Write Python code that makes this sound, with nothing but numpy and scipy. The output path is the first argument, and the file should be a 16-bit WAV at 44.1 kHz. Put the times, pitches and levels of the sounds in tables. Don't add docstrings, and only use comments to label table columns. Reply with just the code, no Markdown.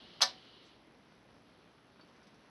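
import sys
import numpy as np
from scipy import signal
from scipy.io import wavfile
from scipy.ndimage import uniform_filter1d

SR = 44100
rng = np.random.default_rng(int(sys.argv[2]) if len(sys.argv) > 2 else 0)


def master(y):
    cut = np.clip(np.atleast_2d(y).T, -1, 1)
    pcm = np.round(cut * 32767)
    wavfile.write(sys.argv[1], SR, pcm.astype(np.int16))


def magnitude_from_level(level_db):
    exponent = np.asarray(level_db, float) / 20
    return 10 ** exponent


N = 110250

# (frequency [Hz], level per Hz [dB])
AIR = [(15, -60), (25, -32), (48, -14), (87, -8.5), (221, -1), (417, -5.5), (824, -10), (4060, -20),
       (6800, -27), (8840, -64), (15000, -120)]
# (time [s], level [dB])
AIR_LEVEL = [(0, -60), (.8, -63), (1.9, -63), (2.5, -62)]
# (frequency [Hz], level [dB])
HUM = [(60, -83.5), (120, -81.5), (300, -82)]
# (resonance [Hz], width [Hz], level [dB])
GUIDES = [(1200, 1400, -8.5), (2350, 800, -8), (2965, 320, -1), (3215, 600, 1), (3850, 500, -1),
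          (4400, 750, -0.5), (5287, 760, -9.5)]
# (time [s], level [dB])
SLIDE_LEVEL = [
    (0, -61),
    (.11, -60),
    (.2, -61),
    (.4, -62),
    (.64, -63),
    (.72, -67),
    (.8, -80),
    (.86, -95),
]
# (time [s], level [dB], centre [Hz], width [Hz])
TICKS = [
    (1.995, -56.5, 870, 1280),
    (2.0094, -67, 4070, 2000),
    (2.0821, -69, 4750, 3470),
    (2.160, -70, 5450, 2500),
    (2.2307, -68, 5300, 2500),
    (2.269, -63, 4640, 3880),
    (2.343, -68, 5030, 3200),
]
# (time [s], level [dB], frequency [Hz], time to fall 60 dB [s])
RINGS = [
    (2.0105, -58, 4530, .11),
    (.2174, -54, 225, .3),
    (.2174, -52, 430, .2),
]
# (time [s], level [dB], extra treble [dB])
CONTACTS = [(.2066, -25.5, -18.5), (.2095, -29, -12), (0.211, -27, -7), (.2145, -29.5, 1),
            (.2161, -22.5, 7), (.2174, -26, 3.5), (.2194, -20, 4.5), (.2207, -20.5, 7), (.2221, -28, 4.5),
            (.2238, -31.5, 3.5), (.2253, -30, -3), (.2266, -19, 0), (.2290, -25, -1.5), (.2317, -30.5, -1),
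            (.2343, -18.5, -5), (.2380, -29.5, -5.5)]
# (frequency [Hz], level [dB], time to fall 60 dB [s])
SHELL = [(554, -7, .2), (672, -11, .18), (752, -10, .33), (979, -3, .16), (1141, -4, .16), (1181, -6, .15),
         (1541, -7, .12), (1775, -10, .17), (1945, -11, .16), (2300, -9, .07), (2937, -12, .1),
         (3025, -17, .2)]
# (frequency [Hz], level [dB], time to fall 60 dB [s])
WIRES = [(3400, -12, .13), (3749, -8, .16), (4050, -6, .11), (4085, -1, .12), (4107, -5, .17),
         (4312, -8, .11), (4469, -8, .11), (4686, -10, .14), (4759, -7, .11), (4875, -7, .11),
         (5203, -7, .12), (5254, -7, .12), (5930, -7, .11), (6050, -2, .08)]
# (frequency [Hz], level [dB])
CLATTER = [(480, -29), (620, -9), (1000, -7.5), (2700, -15), (4140, -6.5), (6100, -1.5), (7800, -20.5),
           (10900, -24)]
# (frequency [Hz], time to fall 60 dB [s])
CLATTER_T60 = [(400, 0.33), (1000, .22), (2500, 0.29), (4000, 0.26), (6000, .17), (7600, 0.1), (9200, .16),
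               (11000, .13)]
# (centre [Hz], width [Hz], level [dB])
HISS = [(7800, 970, -96.5), (8950, 850, -96.5), (10660, 1000, -91)]
# (centre [Hz], width [Hz])
NOTCHES = [(6950, 1000), (8450, 720), (10000, 270)]

SHELL_DB, WIRES_DB, CRACK_DB, CLATTER_DB = -20, -15.5, 4, -19
CRACK_T60_S, TICK_T60_S, RISE_S = .0066, .1, .0004
SCRAPE_S, SCRAPE_LEN_S, SCRAPE_DB = .668, .03, -70.5
STIR_DB, STIR_HZ, STIR_FROM_S = -71.5, 1110, 1.97
GRAINS_PER_S, GRAINS_DB, GRAIN_SPREAD_DB = 65, -74, 2
WAVER_DB, WAVER_PER_S = 3, 60
PULSE_HZ, PULSE_S, PULSE_DB = 78.05, .001, 9
LIMIT = .4


def unit(x):
    return x / np.sqrt(np.mean(x ** 2))


def cut(x, hz, kind, order=4):
    return signal.sosfilt(signal.butter(order, hz, kind, fs=SR, output="sos"), x)


def band(hz, width, order=1, size=N):
    edges = [max(hz - width / 2, 10), hz + width / 2]
    sos = signal.butter(order, edges, "band", fs=SR, output="sos")
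    return unit(signal.sosfilt(sos, rng.standard_normal(size)))


def read(table, at, log=False):
    x, y = np.array(table).T
    return np.interp(np.log(at), np.log(x), y) if log else np.interp(at, x, y)


def walk(rate):
    hold = int(SR / rate)
    steps = np.repeat(rng.standard_normal(N // hold + 1), hold)
    return unit(uniform_filter1d(uniform_filter1d(steps, hold), hold)[:N])


def fade(t, t60):
    since = np.clip(t, 0, None)
    return (1 - np.exp(-since / RISE_S)) * np.exp(-np.log(1000) * since / t60)


def room(t):
    air = 0
    for hz in 25 * 2 ** np.arange(0, 8.2, 1 / 3):
        flicker = magnitude_from_level(read(AIR, hz, True) + 1.2 * walk(16))
        air = air + band(hz, hz / 4, order=2) * np.sqrt(hz) * flicker
    stir = magnitude_from_level(STIR_DB + 4.2 * walk(5.23)) * band(STIR_HZ, 1100, order=2)
    stir = stir * np.clip((t - STIR_FROM_S) / 0.081, 0, 1)
    hum = sum(magnitude_from_level(db) * np.sqrt(2) * np.sin(2 * np.pi * hz * t) for hz, db in HUM)
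    return unit(air) * magnitude_from_level(read(AIR_LEVEL, t)) + stir + hum


def crackle():
    chance, luck = rng.random((N, 2)).T
    strength = magnitude_from_level(-GRAIN_SPREAD_DB * np.log(luck + 0.032))
    grains = (chance < GRAINS_PER_S / SR) * strength * np.sign(rng.standard_normal(N))
    dull = cut(cut(grains, 1500, "low", order=2), 200, "high", order=2)
    return magnitude_from_level(GRAINS_DB) * unit(dull)


def ticks(t):
    out = np.zeros(N)
    for s, db, hz, t60 in RINGS:
        out += magnitude_from_level(db) * fade(t - s, t60) * np.sin(2 * np.pi * hz * (t - s))
    for s, db, hz, width in TICKS:
        out += magnitude_from_level(db) * band(hz, width, order=2) * fade(t - s, TICK_T60_S)
    return out


def carriage(t):
    rub = sum(magnitude_from_level(db + 0.69 * walk(10)) * band(hz, width, order=2) for hz, width, db in GUIDES)
    rub = unit(cut(rub, 5645, "low", order=6))
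    swell = np.exp(-((t - SCRAPE_S) / SCRAPE_LEN_S) ** 2)
    scrape = magnitude_from_level(SCRAPE_DB) * swell * band(6450, 2300, order=3)
    return rub * magnitude_from_level(read(SLIDE_LEVEL, t)) + scrape


def ring(modes, t, energy):
    out = np.zeros(len(t))
    for hz, db, t60 in modes:
        waver = magnitude_from_level(db + WAVER_DB * walk(WAVER_PER_S)[:len(t)])
        phase = 2 * np.pi * rng.random()
        out += waver * energy(hz, t60) * np.sin(2 * np.pi * hz * t + phase)
    return out


def switch(t):
    span = slice(int(.2 * SR), int(.6 * SR))
    u = t[span]
    start, db, treble_db = np.array(CONTACTS).T[:, :, None]

    def energy(hz, t60):
        strength = magnitude_from_level(db + treble_db * (hz > 2800))
        return np.sqrt(np.sum((strength * fade(u - start, t60)) ** 2, axis=0))

    hit = magnitude_from_level(SHELL_DB) * ring(SHELL, u, energy) + magnitude_from_level(WIRES_DB) * ring(WIRES, u, energy)
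    for hz in 400 * 2 ** np.arange(0, 4.9, .4):
        clatter = magnitude_from_level(CLATTER_DB) * energy(hz, read(CLATTER_T60, hz, True))
        crack = magnitude_from_level(CRACK_DB) * energy(hz, CRACK_T60_S)
        colour = magnitude_from_level(read(CLATTER, hz, True)) * np.sqrt(hz / 4000)
        hit = hit + band(hz, hz / 3.5, order=2, size=len(u)) * colour * (clatter + crack)
    out = np.zeros(N)
    out[span] = hit
    return cut(out, 510, "high", order=6)


def scene():
    t = np.arange(N) / SR
    return (room(t) + crackle() + ticks(t) + carriage(t) + switch(t))[None]


def top_cut(x):
    return signal.sosfilt(signal.butter(12, 12660, fs=SR, output="sos"), x)


def record(dry):
    since = (np.arange(N) / SR - .006) % (1 / PULSE_HZ) - .5 / PULSE_HZ
    pulse = 1 + magnitude_from_level(PULSE_DB) * np.exp(-(since / PULSE_S) ** 2)
    hiss = sum(magnitude_from_level(db) * band(hz, width, order=2) for hz, width, db in HISS)
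    x = LIMIT * np.tanh(dry / LIMIT) + pulse * hiss
    for hz, width in NOTCHES * 2:
        x = signal.lfilter(*signal.iirnotch(hz, hz / width, SR), x)
    x = signal.sosfilt(signal.ellip(8, .3, 50, 11600, fs=SR, output="sos"), x)
    return top_cut(x)


dry = scene()
out = record(dry)
master(out)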